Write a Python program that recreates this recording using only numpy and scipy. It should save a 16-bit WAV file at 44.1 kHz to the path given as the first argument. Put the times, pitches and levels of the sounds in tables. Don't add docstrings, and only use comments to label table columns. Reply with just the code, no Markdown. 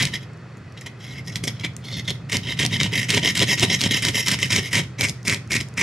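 import sys
import numpy as np
from scipy import signal
from scipy.fft import rfft, irfft
from scipy.io import wavfile
from scipy.ndimage import uniform_filter1d

SR = 44100
rng = np.random.default_rng(int(sys.argv[2]) if len(sys.argv) > 2 else 0)


def digitize_waveform(pressure):
    field = np.atleast_2d(pressure).T
    bounded = np.clip(field, -1, 1)
    quanta = np.round(bounded * 32767).astype(np.int16)
    wavfile.write(sys.argv[1], SR, quanta)


def undo_db(level):
    steps = np.asarray(level, float) / 20
    return 10 ** steps


N = 256662

# (start [s], length [s], early level [dB], late level [dB], frame re head [dB])
LIFTS = [(0.0, 0.075, -16, -29.5, 1), (2.318, 0.044, -23, -19.5, 0.5), (2.592, 0.067, -18, -26.5, 3),
         (2.8, 0.064, -19, -23.5, 4.5), (3.089, 0.095, -21, -20, 3.5), (3.353, 0.078, -24, -16.5, 4.5),
         (3.579, 0.0654, -25.5, -15, 5), (3.79, 0.074, -28, -18.5, 5.5), (4.025, .07, -22.5, -19.5, 4.5),
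         (4.262, 0.088, -21, -22.5, 2.5), (4.505, 0.085, -17, -21.5, 0), (4.731, 0.069, -16, -18, -1)]
# (start [s], length [s], early level [dB], late level [dB], frame re head [dB])
SWEEPS = [
    (4.994, 0.058, -22, -19, -3.5),
    (5.274, 0.065, -19, -21.5, -5),
    (5.509, 0.066, -21, -20, -5),
    (5.775, 0.066, -25.5, -13, -4),
]
# (time [s], peak [dB])
SNAPS = [(0.0242, -5), (0.0288, -4), (0.0535, -3), (1.3581, -8.5), (1.4847, -14), (2.1053, -13),
         (2.3297, -7), (2.3695, -4.5), (2.607, -14), (2.6513, -4), (2.6634, -3.5), (2.8027, -18),
         (2.8331, -5), (2.9807, -19), (3.1044, 1.5), (3.147, -4), (3.3762, -4), (3.3945, -3),
         (3.5967, -3.5), (3.6511, -15), (3.809, -7), (3.8149, -2), (3.8386, -6), (4.0512, -1.5),
         (4.0854, -6), (4.284, -3), (4.3184, -11), (4.53, -7), (4.5624, -4), (4.755, -8)]
# (time [s], peak [dB])
TAIL_SNAPS = [(5.0104, 0), (5.0863, -14), (5.0964, -8.5), (5.2814, -2.5), (5.2975, -3), (5.3464, -9),
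              (5.519, -8), (5.5325, -9), (5.5557, -10), (5.5656, -6.5), (5.796, -18)]
# (time [s], drone level [dB])
LEAN = [(0.0, -33), (0.41, -39.5), (1.0, -40.5), (1.45, -31), (1.75, -37), (2.07, -35), (2.5, -33),
        (2.7, -27.5), (3.0, -30), (3.3, -33.5), (3.55, -32.5), (3.7, -32), (3.9, -31), (4.2, -39),
        (4.55, -37), (4.9, -35.5), (5.3, -36), (5.82, -36.5)]


def evened(x, span=None):
    if span is None:
        power = np.mean(x ** 2)
    else:
        power = uniform_filter1d(uniform_filter1d(x ** 2, span), span)
    return x / np.sqrt(abs(power) + 1e-20)


def wander(span):
    return evened(uniform_filter1d(uniform_filter1d(rng.standard_normal(N), span), span))


def follow(points, t):
    return np.interp(t, *np.transpose(points))


def read(points, hz):
    f, value = np.transpose(points)
    return np.interp(np.log(hz + 1), np.log(f + 1), value)


def resonate(x, hz, width):
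    turn = np.exp(2j * np.pi * np.cumsum(hz * np.ones(len(x))) / SR)
    r = np.exp(-np.pi * width / SR)
    once = signal.lfilter([1 - r], [1, -r], x / turn)
    twice = signal.lfilter([1 - r], [1, -r], once)
    return (turn * twice).real / np.sqrt(width)


def body(x, modes, bend=0.95, patchy_db=0):
    out = 0
    for k, (hz, width, db) in enumerate(modes):
        drive = x * undo_db(db + patchy_db * wander(500))
        out = out + (-1) ** k * resonate(drive, hz * bend, 1.487 * width)
    return out


def stroke(t, row, kind):
    # (time [s], teeth level [dB])
    tip = [(0.0, -6), (.05, -2), (.8, 0.5), (1.1, -6.5), (1.3, -0.5), (1.45, 6.5), (1.65, -10), (2.0, 1),
           (2.5, -2.5), (2.9, -3), (3.3, 0), (3.8, 2), (4.2, 3.5), (4.6, -0.5), (4.95, -6), (5.1, 9),
           (5.3, 2.5), (5.82, 1)]
    start, length, early_db, late_db, frame_db = row
    end = start + length
    bite_at = start - kind["rise_s"]
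    let_go = end + kind["release_s"]
    times = [bite_at - kind["land_s"], bite_at, start, start + length / 2, end, let_go, let_go + kind["drag_s"]]
    land_db = early_db + kind["land_db"]
    middle_db = (early_db + late_db) / 2 + kind["sag_db"]
    drag_db = late_db + kind["drag_db"]
    shape_db = [land_db - 4.5, land_db, early_db, middle_db, late_db, drag_db, drag_db - 4.5]
    rasp_db = np.interp(t, times, shape_db, left=-120, right=-120)
    frame_db = frame_db + np.interp(t, [start, end], kind["frame_db"])
    teeth_db = np.interp(t, [start, end], kind["teeth_db"]) + follow(tip, t)
    knock_db = np.interp(t, [start, end], kind["knock_db"]) + 0.55 * (follow(LEAN, t) + 32.5)
    head_db = rasp_db - 10 * np.log10(1 + undo_db(2 * frame_db) + undo_db(2 * teeth_db))
    return [head_db, head_db + frame_db, head_db + teeth_db, rasp_db + knock_db, rasp_db + kind["push_db"]]


def controls():
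    # (start [s], length [s], early level [dB], late level [dB], frame re head [dB])
    returns = [(.138, .03, -24.5, -31, -1), (2.47, 0.066, -28.5, -29, 3), (2.708, 0.056, -30, -23, 1.5),
               (2.93, 0.12, -22.5, -27, -4), (3.229, 0.076, -20, -19, 0), (3.482, 0.062, -20, -19.5, -3.5),
               (3.7, 0.053, -19.5, -18.5, 0), (3.909, 0.086, -19.5, -26, 2.5), (4.148, 0.1, -17, -32, -1.5),
               (4.422, 0.028, -19, -26, 1.5), (4.62, 0.067, -36, -30.5, -3)]
    # (start [s], length [s], early level [dB], late level [dB], frame re head [dB])
    touches = [(.775, 0.0055, -36, -54, 8), (.812, .012, -41, -37.5, -4), (.862, 0.0075, -30, -34, 2),
               (1.356, .01, -34.5, -29, 3), (1.438, 0.019, -27.5, -37.5, -1), (1.474, 0.015, -25.5, -27, 3),
               (1.598, .012, -33, -39, 10), (1.638, 0.019, -24.5, -25.5, -1.5),
               (2.078, 0.027, -22.5, -25, 9), (2.297, 0.0086, -25.5, -45, 0),
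               (4.387, 0.08, -27.5, -27.5, -0.5), (4.984, .01, -34, -28, -4), (5.075, 0.027, -31, -32, -3),
               (5.252, .02, -32, -28, -6), (5.595, 0.016, -33, -27, 1.5)]
    # (start [s], length [s], early level [dB], late level [dB], frame re head [dB])
    rubs = [(.19, 0.041, -64, -39.5, 7), (.78, .11, -50, -60, 2), (1.005, 0.19, -42, -36.5, 1.5),
            (1.275, 0.027, -34, -35.5, -4), (1.325, 0.032, -42, -39, 4), (1.5, 0.072, -55, -42, 12),
            (1.61, 0.059, -37, -45, -3), (1.845, 0.07, -36, -38, 7), (1.925, 0.074, -29, -31.5, 10),
            (2.05, 0.022, -38, -42, 11), (2.12, 0.036, -53, -48, 5), (2.435, 0.052, -32, -36, 10)]
    lift = dict(rows=LIFTS, land_s=0.018, land_db=-16, rise_s=0.0047, sag_db=-1,
                release_s=0.014, drag_db=-19, drag_s=0.028, frame_db=(-2.5, 1.5),
                teeth_db=(-1.5, -0.5), knock_db=(-16, -6), bite_db=-1.5, push_db=-6)
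    glide_back = dict(rows=returns, land_s=0.016, land_db=-10, rise_s=0.0027, sag_db=3,
                      release_s=0.0043, drag_db=-38, drag_s=0.014, frame_db=(1, -0.5),
                      teeth_db=(-4, -1.5), knock_db=(-10.5, -15.5), bite_db=-9.5, push_db=-14.5)
    sweep = dict(rows=SWEEPS, land_s=0.0049, land_db=-28, rise_s=0.012, sag_db=1,
                 release_s=0.0074, drag_db=-10.5, drag_s=0.028, frame_db=(-6, -3),
                 teeth_db=(-8, -8.5), knock_db=(-9, -12), bite_db=2, push_db=-7.5)
    touch = dict(rows=touches, land_s=0.0057, land_db=-16, rise_s=0.0018, sag_db=1.6,
                 release_s=0.012, drag_db=-28, drag_s=0.019, frame_db=(-2.5, -1.5),
                 teeth_db=(-4, -0.5), knock_db=(-10.5, -6.5), bite_db=-4, push_db=-3)
    rub = dict(rows=rubs, land_s=0.024, land_db=-16, rise_s=0.0075, sag_db=-1.9,
               release_s=0.015, drag_db=-19, drag_s=0.015, frame_db=(2, -9.5),
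               teeth_db=(6, -4), knock_db=(-8.5, -12.5), bite_db=-13.5, push_db=0)
    t = np.arange(N) / SR
    levels_db, bite_db = np.full((5, N), -120.), np.zeros(N)
    for kind in (lift, glide_back, sweep, touch, rub):
        for row in kind["rows"]:
            near = slice(max(round((row[0] - 0.1) * SR), 0), round((row[0] + row[1] + 0.1) * SR))
            new_db = np.array(stroke(t[near], row, kind))
            bite_db[near] = np.where(new_db[0] > levels_db[0, near], kind["bite_db"], bite_db[near])
            levels_db[:, near] = np.maximum(levels_db[:, near], new_db)
    lumpy_db, swell_db, swell_s = 2, 4, 0.0017
    swell = sum(np.exp(-((t - s) / swell_s) ** 2) for s, db in SNAPS + TAIL_SNAPS)
    levels_db[:4] += lumpy_db * wander(250) + swell_db * np.minimum(swell, 1)
    fall_db = t * 830.0
    levels_db = np.maximum.accumulate(levels_db + fall_db, axis=1) - fall_db
    return uniform_filter1d(undo_db(levels_db), 150, axis=1), uniform_filter1d(undo_db(bite_db), 200)


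def catches(per_s, uneven, spread_db, burst_s, rub):
    pace = evened(uniform_filter1d(rng.standard_normal(N), 200))
    steps = np.cumsum(per_s * np.exp(uneven * pace)) / SR
    caught = np.diff(np.floor(steps), prepend=0) > 0
    size = undo_db(spread_db * rng.standard_normal(N)) * caught
    bursts = signal.lfilter([1], [1, -np.exp(-1 / (burst_s * SR))], size)
    grit = rng.standard_normal(N) * undo_db(4.14 * rng.standard_normal(N))
    return (evened(bursts) + rub) * evened(grit)


def scaler(gains, bite):
    # (frequency [Hz], width [Hz], level [dB])
    head = [(1848, 130, 5), (2060, 98, 10), (2127, 52, -29.5), (2525, 110, 0)]
    frame = [(3150, 590, 7), (3404, 430, 10.5), (3530, 230, -2), (3936, 200, 1.5)]
    teeth = [(5064, 310, 2.5), (5470, 155, 2.5), (6190, 840, 0.5), (6620, 59, -6), (7400, 350, -5.5),
             (9210, 330, -11.5), (10870, 2200, -4.5)]
    # (frequency [Hz], width [Hz], level [dB])
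    scales = [
        [(2410, 452, 0)],
        [(3380, 1670, 0)],
        [(5670, 3130, -1), (9640, 3500, -4)],
    ]
    # (frequency [Hz], width [Hz], level [dB])
    knock_modes = [(188.5, 88, 10.5), (303.7, 81, 1), (434, 58, 3), (598, 47, -4.5), (766, 84, -5),
                   (1007, 81, -5.5), (1400, 20, -35)]
    # (frequency [Hz], width [Hz], level [dB])
    spatter = [(13400, 1200, 0)]
    # (time [s], main ring [Hz])
    grip_points = [
        (0.0, 2060),
        (0.48, 2040),
        (1.49, 2194),
        (1.72, 2310),
        (1.96, 2094),
        (3.11, 2090),
        (3.45, 2130),
        (4.41, 2060),
        (4.96, 2250),
        (5.82, 2154),
    ]
    # (time [s], lowest frame ring [Hz])
    flex_points = [
        (0.0, 3090),
        (1.4, 3110),
        (1.6, 3160),
        (1.9, 3420),
        (2.15, 3380),
        (2.3, 2960),
        (3.5, 3035),
        (4.9, 3010),
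        (5.2, 3280),
        (5.82, 3020),
    ]
    glide = catches(per_s=200, uneven=0.5, spread_db=6.0, burst_s=0.0019, rub=0.92)
    lift = catches(per_s=230, uneven=0.5, spread_db=6.5, burst_s=0.00089, rub=0.59)
    t = np.arange(N) / SR
    grip = follow(grip_points, t) / head[1][0]
    flex = follow(flex_points, t) / frame[0][0]
    bends = [grip, flex + 0.008 * wander(3000), 1 + 0.008 * wander(3000)]
    tool = 0
    for gain, modes, wide, bend in zip(gains, (head, frame, teeth), scales, bends):
        ring = evened(body(glide + 0.15 * bite * lift, modes, bend, patchy_db=3.0), span=700)
        scrape = evened(body(lift, wide, patchy_db=3.5), span=700)
        tool = tool + gain * (ring + bite * scrape) / np.sqrt(1 + bite ** 2)
    knock = gains[3] * evened(body(lift, knock_modes, patchy_db=3.5), span=900)
    spray = []
    for side in "LR":
        drops = body(abs(lift) * rng.standard_normal(N), spatter)
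        spray.append(gains[2] * np.sqrt(bite) * evened(drops, span=500))
    return undo_db(-2.97) * tool, undo_db(1.5) * knock, undo_db(-25.5) * np.array(spray)


def table(push):
    # (frequency [Hz], width [Hz], level [dB])
    drone = [(100, 71, -14), (126.5, 26.8, 2.5), (176.8, 31, -6.5), (242, 69, -9.5)]
    lag_s, smooth_s = 0.023, 0.083
    t = np.arange(N) / SR
    late = np.interp(t - lag_s, t, uniform_filter1d(push, round(smooth_s * SR)))
    hum = evened(body(rng.standard_normal(N), drone), span=2500)
    return hum * np.hypot(undo_db(follow(LEAN, t)), late)


def snaps(events, centre_hz, gain_db, edge, fade_s=0.00019, ring_db=-19):
    out, u = np.zeros((2, N + 500)), (np.arange(400) - 40) / SR
    grits = rng.standard_normal((len(events), 400))
    places = rng.uniform(-0.76, 1, (len(events), 2))
    for (s, db), grit, (side, size) in zip(events, grits, places):
        hz = centre_hz * undo_db(1.65 * size)
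        for k, lean in enumerate((side, -side)):
            v = u - lean * 0.00002
            shape = np.cos(2 * np.pi * hz * v) + edge * np.cos(2 * np.pi * 1.95 * hz * v)
            click = shape * np.exp(-(v / np.where(v < 0, fade_s / 2, fade_s)) ** 2)
            ring = undo_db(ring_db) * (grit - np.roll(grit, shift=3)) * np.exp(-abs(u) / 0.0013) * (u > 0)
            out[k, round(s * SR):][:400] += undo_db(db + gain_db + 1.5 * lean) * (click + ring)
    return out[:, 40:N + 40]


def small_snaps(count=1):
    small_db, spread_db = -19.5, 5.5
    rows = np.array(LIFTS + SWEEPS)
    place, size = rng.random((len(rows), count)), rng.standard_normal((len(rows), count))
    s = np.minimum(rows[:, :1] + rows[:, 1:2] * place, N / SR)
    stroke_db = rows[:, 2:4].mean(1)[:, None]
    peak_db = stroke_db + 20 + small_db + spread_db * size
    return list(zip(s.ravel(), peak_db.ravel()))


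def landings():
    # (time [s], peak [dB])
    drops = [(0.3346, -41), (0.374, -43), (0.5716, -39.5), (0.5804, -43), (0.7233, -37), (0.8116, -25),
             (0.8395, -44), (1.2645, -33), (1.3224, -30), (1.5988, -26), (1.736, -43), (1.7659, -18.5),
             (5.23, -31), (5.4755, -32), (5.6865, -29), (5.7399, -32.5)]
    return snaps(drops, centre_hz=6200, gain_db=-6, edge=0, fade_s=0.0004, ring_db=-8)


def room(x):
    # (frequency [Hz], level [dB])
    walls = [(60, -24), (150, -11), (500, 10), (2000, 6), (8000, -2), (13000, 7)]
    # (frequency [Hz], time [s])
    decay = [(200, 0.079), (2000, 0.21), (6000, 0.33), (14000, 0.2)]
    taps = np.zeros((2, SR // 2))
    at = np.arange(80, SR // 2 - 20, 20)
    at = at + rng.integers(0, 20, (2, len(at)))
    np.put_along_axis(taps, at, rng.choice([-1., 1.], at.shape), 1)
    hz, t, z = signal.stft(taps, SR, nperseg=256)
    fade_db = read(walls, hz)[:, None] - 60 * t / read(decay, hz)[:, None]
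    tail = signal.istft(z * undo_db(fade_db), SR, nperseg=256)[1]
    return signal.fftconvolve(x[None], tail / np.linalg.norm(tail[0]), axes=1)[:, :N]


def air():
    # (frequency [Hz], level per Hz [dB])
    hiss_curve = [(180, -46), (300, 2.5), (411, 2), (877, -8.5), (1940, -11.5), (2250, -14), (7370, -28),
                  (12300, -43), (15500, -65)]
    # (frequency [Hz], width [Hz], level [dB])
    fuzzy = [(1363, 380, 3.5), (2085, 280, 2.5), (2680, 92, -3), (4680, 150, -7.5), (5640, 280, -13)]
    air_db = -46
    a, b = rfft(rng.standard_normal((2, N)))
    z = np.array([a, 0.68 * a + 0.56 * b]) * undo_db(read(hiss_curve, np.fft.rfftfreq(N, 1 / SR)))
    bands = evened(body(rng.standard_normal(N), fuzzy, patchy_db=1.5))
    return undo_db(air_db - 3.5) * evened(irfft(z, N)) + undo_db(air_db - 9.0) * bands


def scene():
    gains, bite = controls()
    tool, knock, spray = scaler(gains, bite)
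    flicks = snaps(SNAPS + TAIL_SNAPS + small_snaps(), centre_hz=4330, gain_db=-0.5, edge=0.18)
    flicks = flicks + landings()
    low = knock + table(gains[4])
    sway = undo_db(-30) * table(gains[4]) * np.array([[1], [-1]])
    echo = undo_db(-9.5) * room(tool + flicks.mean(0) + low)
    return tool + spray + flicks + low + sway + echo + air()


def roll_off(x):
    return signal.sosfilt(signal.butter(12, 15710, fs=SR, output="sos"), x)


def record(dry):
    # (frequency [Hz], level [dB])
    mic = [(20, -20), (45, -7.5), (80, 0), (11000, 2), (13500, 0.5), (15600, -12), (17000, -40)]
    # (frequency [Hz], level [dB])
    right_colour = [(100, 0.3), (1500, 0.54), (6000, 0.8), (9000, -1), (14000, -2.5)]
    ceiling = 0.85
    hz = np.fft.rfftfreq(N, 1 / SR)
    left = np.exp(-2j * np.pi * hz * 0.7 / SR)
    right = undo_db(read(right_colour, hz))
    pair = np.array([left, right]) * undo_db(read(mic, hz))
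    rounded = ceiling * np.tanh(dry / ceiling)
    return roll_off(irfft(rfft(rounded) * pair, N))


dry = scene()
out = record(dry)
digitize_waveform(out)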